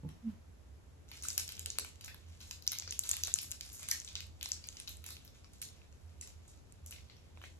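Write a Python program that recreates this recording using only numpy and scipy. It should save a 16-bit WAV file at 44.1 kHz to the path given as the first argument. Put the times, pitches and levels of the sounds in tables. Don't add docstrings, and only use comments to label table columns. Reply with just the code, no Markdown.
import sys
import numpy as np
from scipy import signal
from scipy.fft import rfft, irfft, next_fast_len
from scipy.io import wavfile

SR = 44100
rng = np.random.default_rng(int(sys.argv[2]) if len(sys.argv) > 2 else 0)


def pcm_store(signal):
    levels = np.round(np.clip(np.atleast_2d(signal), -1, 1) * 32767)
    wavfile.write(sys.argv[1], SR, levels.astype(np.int16).T)


N = 335071
SIZE = next_fast_len(N + SR)
HZ = np.arange(SIZE // 2 + 1) * SR / SIZE
TIME = np.arange(N) / SR


def from_db(db):
    return 10 ** (np.asarray(db) / 20)


def rms_one(x):
    return x / np.sqrt(np.mean(x ** 2) + 1e-20)


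def in_time(rows):
    times, *columns = np.transpose(rows)
    return [np.interp(TIME, times, column) for column in columns]


def at_hz(points, hz):
    frequencies, values = np.transpose(points)
    return np.interp(np.log(hz + 1), np.log(frequencies), values)


def ring(clicks, hz, t60):
    r, w = from_db(-60 / (t60 * SR)), 2 * np.pi * hz / SR
    return signal.lfilter([0, np.sin(w)], [1, -2 * r * np.cos(w), r * r], clicks + 1e-18)


def bandpass(x, edges_hz):
    return signal.sosfilt(signal.butter(2, edges_hz, "band", fs=SR, output="sos"), x)


def resonance(hz, width_hz):
    return 1 / (1 + (2 * (HZ - hz) / width_hz) ** 2)


def wander(seconds):
    r = np.exp(-1 / (seconds * SR))
    return rms_one(signal.lfilter([1], [1, -2 * r, r * r], rng.standard_normal(N)))


# frequency in Hz, likeness of the channels, 0 wide to 1 centred.
LIKENESS = [(25, 0.43), (60, 1), (150, 0.31), (400, 0.02), (5700, 0), (6800, 0.63), (9000, 1), (10800, 1),
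            (12000, 1)]

def stereo_noise():
    mid, side = rfft(rng.standard_normal((2, SIZE)))
    alike = np.clip(at_hz(LIKENESS, HZ), 0, 1)
    return (np.sqrt(1 + alike) * mid + np.sqrt(1 - alike) * side * [[1], [-1]]) / np.sqrt(2)


# frequency in Hz, relative level in dB.
HISS_COLOUR = [(20, -22), (40, -5), (60, -8.5), (110, -4.5), (150, -9), (300, -15.5), (500, -18.5),
               (1000, -25.5), (2000, -30.5), (4500, -35), (8000, -34), (10500, -38), (12600, -44),
               (13200, -71.5)]
# frequency in Hz, width in Hz, level in dB.
HUM = [(71.1, 26, -60.5), (83.4, 7.1, -59)]

def room_noise(hiss_db=-62):
    hiss = from_db(hiss_db) * rms_one(irfft(stereo_noise() * from_db(at_hz(HISS_COLOUR, HZ)), SIZE))
    hum = sum(from_db(db) * rms_one(irfft(stereo_noise() * resonance(hz, width), SIZE))
              for hz, width, db in HUM)
    return (hiss + hum * from_db([[-1.1], [1.1]]))[:, :N]


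# start in seconds, strength of the blow in dB.
ARM_BLOWS = [(0.034, -39.5), (0.049, -35), (0.061, -45.5)]
# frequency in Hz, gain in dB, seconds to fall 60 dB.
TABLE_MODES = [(91.6, -10.5, 0.53), (156, 1.5, 0.14), (258, -12.5, 0.054), (468, -21, 0.12),
               (855, -20, 0.11)]

def table_bumps():
    clicks = np.zeros(N)
    for start, db in ARM_BLOWS:
        clicks[round(start * SR)] = from_db(db)
    soft = bandpass(clicks, (60, 900))
    return sum(from_db(db) * ring(soft, hz, t60) for hz, db, t60 in TABLE_MODES)


# time in seconds, direct peak in dB before panning, ring in Hz,
# levels of folds, pleats and wrinkles in dB against the ring, share spread all round in dB.
SNAPS = [(0.0902, -43.5, 8900, -3.5, -3, -9, -2.5), (1.1157, -35, 4100, -4, -7, -5, -3),
         (1.224, -35, 6000, -24, -30, -7, -0.5), (1.2362, -31.5, 7400, -17, -10, -10, 4.5),
         (1.251, -39.5, 1310, -6, -17, -4, -3), (1.2853, -19, 7000, -23, -13.5, -10, -6),
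         (1.3035, -26, 5200, -24, -31, -18, -18), (1.33, -35, 8250, -30, -21, -19, -1.5),
         (1.379, -12, 6130, -20, -4, 3, -7), (1.397, -23, 6600, -22, -8, -8, -10.5),
         (1.4788, -28.5, 6900, -32, -5, -9, -7.5), (1.491, -26, 3720, -35, 15, 9.5, -8),
         (1.522, -27, 8750, -41, -3, -12, -7.5), (1.5528, -38, 5600, -23, -8, -12, -9),
         (1.568, -37, 6980, -20, -8, -12, -10.5), (1.579, -41, 2800, -15, -20, -25, -5.5),
         (1.5942, -25, 7300, -43, -8.5, -6.5, -7.5), (1.66, -18, 7250, -30, -1.5, -5, -10.5),
         (1.703, -24, 6600, -32, -7, -24, -8.5), (1.7859, -12, 7840, -13, -3, -5, -9),
         (1.7966, -22, 9200, -8, -29, 2, -11.5), (1.8478, -30, 9500, -0.5, -3, -24, -5),
         (1.8885, -40, 8050, -18, -10, -8, -11), (1.9577, -46, 6590, -15, -8, -12, -9),
         (2.0105, -38.5, 6900, -12, 1, -3, -2.5), (2.0412, -36.5, 3940, 4, 13, -13, -5),
         (2.046, -29, 6900, -16, -8, -2, -4), (2.0603, -35, 7320, -18, -7, -8, -10.5),
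         (2.0799, -39.5, 2220, -2, -2, -3, 2), (2.1453, -35.5, 9000, 2, 2, 6, -7),
         (2.405, -43.5, 4240, -18, 13, 7, 4), (2.413, -41.5, 5270, -17, -8, -18, -7.5),
         (2.511, -26, 6170, -14.5, -3, -9, -5.5), (2.6235, -40.5, 4670, -25, -19, -4, -1),
         (2.6665, -33.5, 4070, -17, -10, -3, -2.5), (2.6768, -10.5, 4950, -36, -26, -15, -13),
         (2.7189, -19, 5200, -16.5, -3.5, 2, -4), (2.7273, -28, 4300, -7, -6, -1, -20),
         (2.732, -25, 5130, -9, -5, 1, -6.5), (2.7514, -33, 2850, -24, 2, -8, -1),
         (2.7864, -22, 5900, -34, -13, -6, -15), (2.7984, -23, 7000, -20, -5, -21, -10.5),
         (2.8225, -32, 5000, -7, -2, -21, -3.5), (2.8766, -29.5, 4830, -8.5, -9, -23, -2.5),
         (2.9095, -20, 6850, -51, -15, -19, -9.5), (2.9241, -24, 9400, -37, 4, -16, -7),
         (2.9925, -10, 7100, -55, -18, -0.5, -14), (3.0369, -27.5, 4220, -21, -17, -2, -4),
         (3.0417, -34, 6420, -17.5, -8, -8, -10.5), (3.0517, -34, 6590, -16, -8, -7.5, -8),
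         (3.0633, -33, 7900, -35, -24, -3, -0.5), (3.0736, -31, 7320, -27, -6, -13.5, -9),
         (3.0969, -28.5, 6980, -21, -6, -9.5, -12.5), (3.092, -16.5, 7400, -43, -13.5, -5, -5.5),
         (3.114, -12, 6940, -21, -17, -13.5, -13), (3.133, -27.5, 7060, -1, 11.5, -3, -2.5),
         (3.1397, -21.5, 6970, -10, -19, -7, -24), (3.168, -20, 7560, -29, -4, -6, -11),
         (3.236, -13, 5810, -25, -10.5, -11, -8), (3.249, -26, 7200, -22, -22, -15, -7.5),
         (3.2727, -23, 7600, -24, -6.5, -19, -6.5), (3.2807, -33.5, 3650, 2, -7, -1, -0.5),
         (3.318, -34, 3880, -20, -8.5, -9, -8.5), (3.34, -8, 7330, -54, -19.5, -21, -15.5),
         (3.3594, -30.5, 6440, -8, -7, -3, -2.5), (3.3881, -20, 8000, -38, 3, -15, -7),
         (3.4173, -31, 9100, -38, -16, 22, 2), (3.431, -29.5, 8900, -22, -10, -8, -9),
         (3.5086, -32, 7540, -33, -14, -16, -7.5), (3.516, -22, 6600, -49, -12, -3, -18),
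         (3.5214, -23, 7650, -43, 4, -16, -11), (3.534, -38, 8440, -26, -11, -8, -11),
         (3.61, -24, 7400, -47, 5, -3.5, -7), (3.6322, -40, 6590, -19, -8, -12, -9),
         (3.7003, -39, 5380, -18, -1, -8, -9), (3.7294, -40.5, 7200, -32, -23, 5, 8.5),
         (3.824, -40.5, 6840, -3, -12, -18, 5.5), (3.8308, -27.5, 8050, -35, -1, -4, -18.5),
         (3.88, -41, 7650, -14, 1, -13, 0), (3.887, -22, 7560, -17, -12, -14, -2.5),
         (3.9122, -19, 6600, -29, -20, -4, -7), (3.914, -16, 6000, -32, -32, -4, -10),
         (3.9143, -20, 4220, -13, -19, -3.5, -9), (3.9149, -31.5, 2110, -13, -41, -11, -2),
         (3.922, -34, 6800, -25, -15, -10, -16), (3.937, -36, 5500, -25, -14, -10, -16),
         (3.951, -35, 6150, -30, -25, -8, -10.5), (4.0008, -27, 6730, -38, -23, -26, -11.5),
         (4.018, -33, 6900, -20, 2, -9, -23), (4.0475, -33, 6700, -31, -13, -21, -5.5),
         (4.077, -36, 3970, -38, 5, -19, -3), (4.088, -31.5, 7260, -31, 0, -23, -8),
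         (4.1295, -43, 7060, -22, -13, -12, -10), (4.1545, -21, 3320, -18, 8, -21, -7.5),
         (4.1637, -35, 3140, -15, -10, -30, -9), (4.2056, -26.5, 5610, -28, 1.5, -7, -5.5),
         (4.2674, -45, 9040, -18, -8, -3, -10), (4.4115, -30.5, 3780, -27, 5, -2.5, -6),
         (4.429, -23.5, 5930, -33, 2, 1, -4), (4.4584, -23, 6100, -8, -9, -19, -7),
         (4.4892, -34, 4200, -13, -14, 3, -1), (4.5185, -16, 6020, -35, -18, -23, -10.5),
         (4.5316, -31, 6630, -22, -5, -15, -11), (4.6406, -39.5, 4160, -8, 8, -21, -1),
         (4.6722, -37.5, 13200, -25, -16, -10, -6), (4.688, -23.5, 7200, -44, -5, -30, -13.5),
         (4.7269, -43, 6030, -18, -2, -15, -10), (4.7697, -34, 4900, -33, -6, -21, -7),
         (4.8006, -26.5, 9100, -31, -3, -28, -10), (4.876, -31, 4480, -16, 8, -1, -2.5),
         (4.881, -32, 4480, -19, -10, -14, -9), (4.8926, -32, 9400, -31, -18, 13, -1.5),
         (4.97, -37.5, 8200, -32, -13, -12, -10.5), (5.0415, -35, 2550, -3, 9, 9.5, -1.5),
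         (5.064, -30.5, 6900, -15, -6, 0.5, -0.5), (5.0894, -33, 8790, -8, -4, -6, -9),
         (5.1052, -33, 4800, -10, -17, 2, 1), (5.168, -34, 2820, -3, 19, 2, -10),
         (5.2497, -44, 14200, -32, -4, 2, 2.5), (5.2779, -43, 4390, -15, -8, -12, -8.5),
         (5.445, -45, 4440, -1.5, 2, -27, -7), (5.535, -44, 7900, -23, -11, -8, -8),
         (5.617, -27, 8600, -40, -8.5, -16, -1.5), (5.6257, -26.5, 2850, -35, 3.5, 5.5, -9.5),
         (5.6882, -41, 4440, -17, -8, -8, -9.5), (5.8167, -50, 2580, -9, -7.5, -21, -8.5),
         (5.9265, -51, 6590, -11, -5, -20, -7.5), (6.212, -30, 7400, -37, -14.5, -14, -4),
         (6.224, -50, 2310, -22, -14, -17, 0.5), (6.2743, -39, 6540, -10, -6, -3, -3.5),
         (6.303, -45, 6500, -7, -4, -12, -6.5), (6.4795, -50, 7900, -31, -22, -18, 3),
         (6.5162, -51, 7620, -20, -14, -10, -6), (6.7235, -41, 7640, -22, -12, -19, -13),
         (6.8622, -36, 7170, -34, -6, 4.5, -3.5), (6.8717, -40, 7000, -21, -15, -9, -2.5),
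         (6.9096, -33, 7600, -17, -7, 3, -3.5), (6.918, -42, 6500, -18, -7, -6, -3.5),
         (6.9245, -38, 2500, -10, -4, -7, -3), (6.939, -49, 6000, -15, -5, -10, -4.5),
         (6.962, -42.5, 3480, -10, -2, -12, -4), (6.984, -49, 2540, -9, -3, -19, -4),
         (7.0987, -46, 4230, -1, -1, -30, 0.5), (7.111, -56, 4000, -5.5, -2, -17.5, -3.5),
         (7.167, -50.5, 4500, -13, -4.5, -10, -4.5), (7.374, -46, 2300, 2, -20, -17, -9),
         (7.416, -41, 2500, 3, -10, -9.5, -2), (7.439, -39, 2500, 0, -12, -15, 0)]
# ring in Hz, left over right in dB.
SNAP_PAN = [(2000, -1), (3500, 2), (5200, 3.5), (6500, 0.5), (8000, 0.5)]
FOLDS_HZ, PLEATS_HZ, WRINKLES_HZ = (850, 2500), (2505, 5570), (8240, 13840)

def crease_snaps(slip_s=.0018, lead_share=0.49, ragged_per_s=215, span=400):
    near, around = np.zeros((2, N + span)), np.zeros(N + span)
    t = np.arange(span) / SR
    for time, peak_db, hz, fold_db, pleat_db, wrinkle_db, spread_db in SNAPS:
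        shared, per_side = rng.standard_normal(span), rng.standard_normal((2, span))
        pan_db = at_hz(SNAP_PAN, hz) + 2 * rng.standard_normal()
        length = slip_s * from_db(0.61 * spread_db)
        lead = min(lead_share * length, .002)
        slip = np.exp(-np.maximum((lead - t) / (lead_share * length), (t - lead) / length))
        jerk = np.arange(span) == round(lead * SR)
        burst = jerk + ragged_per_s * length * shared * slip
        facets = burst + 0.12 * per_side * slip
        folds = from_db(fold_db) * rms_one(bandpass(facets, FOLDS_HZ))
        pleats = -from_db(pleat_db) * rms_one(bandpass(facets, PLEATS_HZ))
        wrinkles = -from_db(wrinkle_db) * rms_one(bandpass((burst + facets) / 2, WRINKLES_HZ))
        sense = -1 if PLEATS_HZ[0] < hz < PLEATS_HZ[1] else 1
        octaves = np.clip(0.52 + 0.005 * pleat_db, .08, .6)
        wide_hz, tight_hz = [(hz / 2 ** o, min(hz * 2 ** o, .45 * SR)) for o in (octaves, 0.75 * octaves)]
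        direct_ring = sense * rms_one(bandpass(bandpass(facets, tight_hz), tight_hz))
        spread_ring = sense * rms_one(bandpass(burst, wide_hz))
        body = direct_ring + folds + pleats
        gain = from_db(peak_db) / abs(body + wrinkles).max()
        pan = from_db([[pan_db / 2], [-pan_db / 2]])
        at = round((time - lead) * SR)
        near[:, at:at + span] += gain * (pan * body + wrinkles)
        around[at:at + span] += gain * from_db(spread_db) * (spread_ring + (folds + pleats + wrinkles)[0])
    return near[:, :N], around[:N]


# loudest moment in seconds, level in dB.
SLEEVE_RUBS = [(.106, -66.5), (.2, -83), (.3, -64.5)]

def sleeve(rise_db_per_s=190, fall_db_per_s=142):
    level = sum(from_db(db - np.maximum(rise_db_per_s * (time - TIME), fall_db_per_s * (TIME - time)))
                for time, db in SLEEVE_RUBS)
    rub = irfft(stereo_noise() / (1 + HZ / 500) * (HZ > 300), SIZE)[:, :N]
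    return level * rms_one(rub)


# time in seconds, pitch in Hz, level in dB.
SHUDDER = [(.225, 225, -64), (.25, 231, -43.5), (.276, 224, -34), (.298, 218, -39), (.31, 199, -52.5),
           (.34, 185, -56)]

def shudder():
    hz, level_db = in_time(SHUDDER)
    sounding = (TIME > SHUDDER[0][0]) & (TIME < SHUDDER[-1][0])
    return np.sqrt(2) * from_db(level_db) * sounding * np.sin(2 * np.pi * np.cumsum(hz) / SR)


# time in seconds, level in dB.
RUSTLE_LEVEL = [(.9, -86), (1.2, -70), (1.5, -75), (1.75, -70), (2.0, -84), (7.2, -84), (7.44, -71),
                (7.6, -80)]
# frequency in Hz, width in Hz, relative level in dB.
RUSTLE_PEAKS = [(230, 120, -3), (420, 200, -3)]

def arm_rustle(lump_db=3.0, lump_s=.02):
    level_db, = in_time(RUSTLE_LEVEL)
    colour = sum(from_db(db) * resonance(hz, width) for hz, width, db in RUSTLE_PEAKS)
    level = from_db(level_db + lump_db * wander(lump_s))
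    return level * rms_one(irfft(stereo_noise() * colour, SIZE)[:, :N])


def snap_wake(pitch_hz, wake_db=-14, rise_s=0.0038, fall_db_per_s=230.5, focus_db_per_octave=20):
    times, peak_db, hz, fold_db, pleat_db, wrinkle_db, spread_db = np.transpose(SNAPS)
    part_db = fold_db if pitch_hz < PLEATS_HZ[0] else wrinkle_db if pitch_hz > WRINKLES_HZ[0] else pleat_db
    near_ring = from_db(-focus_db_per_octave * abs(np.log2(pitch_hz / hz))) ** 2
    in_band = from_db(-4.5 + 0.47 * part_db) ** 2
    kicks = np.zeros(N)
    kicks[(times * SR).astype(int)] = (near_ring + in_band) * from_db(peak_db + spread_db + wake_db) ** 2
    fall, rise = from_db(-2 * fall_db_per_s / SR), np.exp(-1 / (rise_s * SR))
    return signal.lfilter([1 - rise], np.convolve([1, -fall], [1, -rise]), kicks + 1e-18)


# time in seconds, relative level in dB, dullness in dB per octave.
TWIST = [(1.0, -101, 14), (1.085, -60, 0), (1.11, -50.5, -1), (1.22, -47, -1.5), (1.3, -53, -4.5),
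         (1.5, -57, 8), (1.75, -48.5, 3), (1.95, -65, 4), (2.05, -70, 6), (2.22, -65, 9), (2.35, -59, 4),
         (2.5, -69, -13.5), (2.62, -86, 4), (2.75, -70, 6), (3.05, -69.5, -14), (3.5, -61, -7.5),
         (3.9, -56, -8.5), (4.2, -65, 9), (4.35, -71, 3), (4.5, -60.5, 4), (4.85, -57, -1), (5.2, -67, 1),
         (5.37, -61.5, 4), (5.43, -73, 4), (5.58, -66, -3), (5.8, -67, 7), (6.0, -68, 2), (6.07, -68, 0),
         (6.11, -56, 0), (6.17, -66, 0), (6.4, -72, 9), (6.5, -67, 2), (6.55, -58, 1.5), (6.62, -67.5, 3.5),
         (6.78, -69, 5), (7.0, -63, 2.5), (7.3, -69, 10.5), (7.45, -62, -2), (7.6, -74, -2)]
# frequency in Hz, gain in dB.
TWIST_COLOUR = [(700, -24), (1500, -45), (2500, -0.5), (4500, 0), (7000, 7.5), (10000, 4.5), (13000, -34.5),
                (16000, -13)]

def film_crackle(per_s=3000.0, size_db=7.0, clump_db=7, clump_s=.012, cycles=7.3, gain_db=-12.5):
    sizes = from_db(size_db * np.minimum(rng.exponential(1, N), 2.8)) * rng.choice([-1, 1], N)
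    rate = per_s * from_db(clump_db * wander(clump_s))
    gives_way = rng.random(N) < rate / SR
    clicks = rms_one(sizes * gives_way) * (TIME > TWIST[0][0])
    pitch_index = rng.integers(0, 16, N)
    level_db, dull_db = in_time(TWIST)
    out = np.zeros(N)
    for k, hz in enumerate(np.geomspace(800, 13000, 16)):
        twist = from_db(level_db + dull_db * np.log2(4000 / hz) + at_hz(TWIST_COLOUR, hz))
        grip = np.sqrt(snap_wake(hz) + twist ** 2)
        out += np.sqrt(hz / 4000) * ring(grip * clicks * (pitch_index == k), hz, cycles / hz)
    return from_db(gain_db) * bandpass(out, (900, 13500))


# start in seconds, level in dB, pitch in Hz.
THUDS = [(1.062, -58, 400), (1.116, -52, 800), (1.14, -58, 400), (1.673, -52, 500), (1.786, -42, 520),
         (1.81, -54, 450), (2.875, -50, 470), (3.235, -50, 750), (3.28, -51, 670), (7.374, -47, 950),
         (7.416, -46, 1250), (7.439, -43, 900)]

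def filling_thuds(cycles=6.0, span=2000):
    out = np.zeros(N)
    for start, db, hz in THUDS:
        at = round(start * SR)
        out[at:at + span] += ring(from_db(db) * signal.unit_impulse(span), hz, cycles / hz)
    return out


# frequency in Hz, seconds to fall 60 dB.
ROOM_T60 = [(300, 0.39), (1000, 0.12), (2500, 0.25), (6000, 0.33), (12000, 0.18)]
# frequency in Hz, gain in dB.
ROOM_COLOUR = [(300, 2.5), (1000, -1.5), (2000, 3), (3200, 2), (5000, 2), (8000, 3.5), (12000, -2),
               (16000, -6.5)]

def room_echoes(x, early=0.68, swell_s=0.011, poses=2, pose_s=.045):
    noise, t = stereo_noise(), np.arange(SR) / SR
    tails, out = 0, 0
    for hz in 250 * 2. ** np.arange(7):
        octave = np.clip(1 - abs(np.log2((HZ + 1) / hz)), 0, 1)
        echoes = irfft(noise * octave, SIZE)[:, :poses * SR].reshape(2, poses, SR)
        tails += echoes * from_db(-60 * t / at_hz(ROOM_T60, hz))
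    tails *= early * np.exp(-t / 0.008) + 1 - np.exp(-(t / swell_s) ** 2)
    tails /= np.sqrt(np.sum(tails ** 2) / (2 * poses))
    pose = TIME / pose_s
    for k in range(poses):
        held = np.clip(1 - abs((pose - k + poses / 2) % poses - poses / 2), 0, 1)
        out += rfft(tails[:, k], SIZE) * rfft(x * np.sqrt(held), SIZE)
    return irfft(out * from_db(at_hz(ROOM_COLOUR, HZ)), SIZE)[:, :N]


def scene():
    snaps, snaps_around = crease_snaps()
    crackle, bumps, tone, thuds = film_crackle(), table_bumps(), shudder(), filling_thuds()
    slightly_right = from_db([[-1.2], [1.2]])
    direct = snaps + crackle + thuds + arm_rustle() + (bumps + tone) * slightly_right + sleeve()
    into_room = (from_db(-5) * bumps + from_db(-0.6) * snaps_around + from_db(-27) * tone
                 + from_db(-2.5) * crackle + from_db(-1) * thuds)
    return direct + room_echoes(into_room) + room_noise()


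# frequency in Hz, left's lead in radians.
CHANNEL_PHASE = [(0, 0), (400, -.2), (700, 1), (1300, 1), (4100, 3.1), (6500, 5.2), (9100, 3.14),
                 (12100, 0), (17000, -5.1)]

def record(dry):
    half_lead = np.interp(HZ, *np.transpose(CHANNEL_PHASE)) / 2
    shifted = irfft(rfft(dry, SIZE) * np.exp(1j * half_lead * [[1], [-1]]), SIZE)[:, :N]
    stopband_hz = 17264
    return signal.sosfilt(signal.cheby2(12, 70, stopband_hz, fs=SR, output="sos"), shifted)


dry = scene()
out = record(dry)
pcm_store(out)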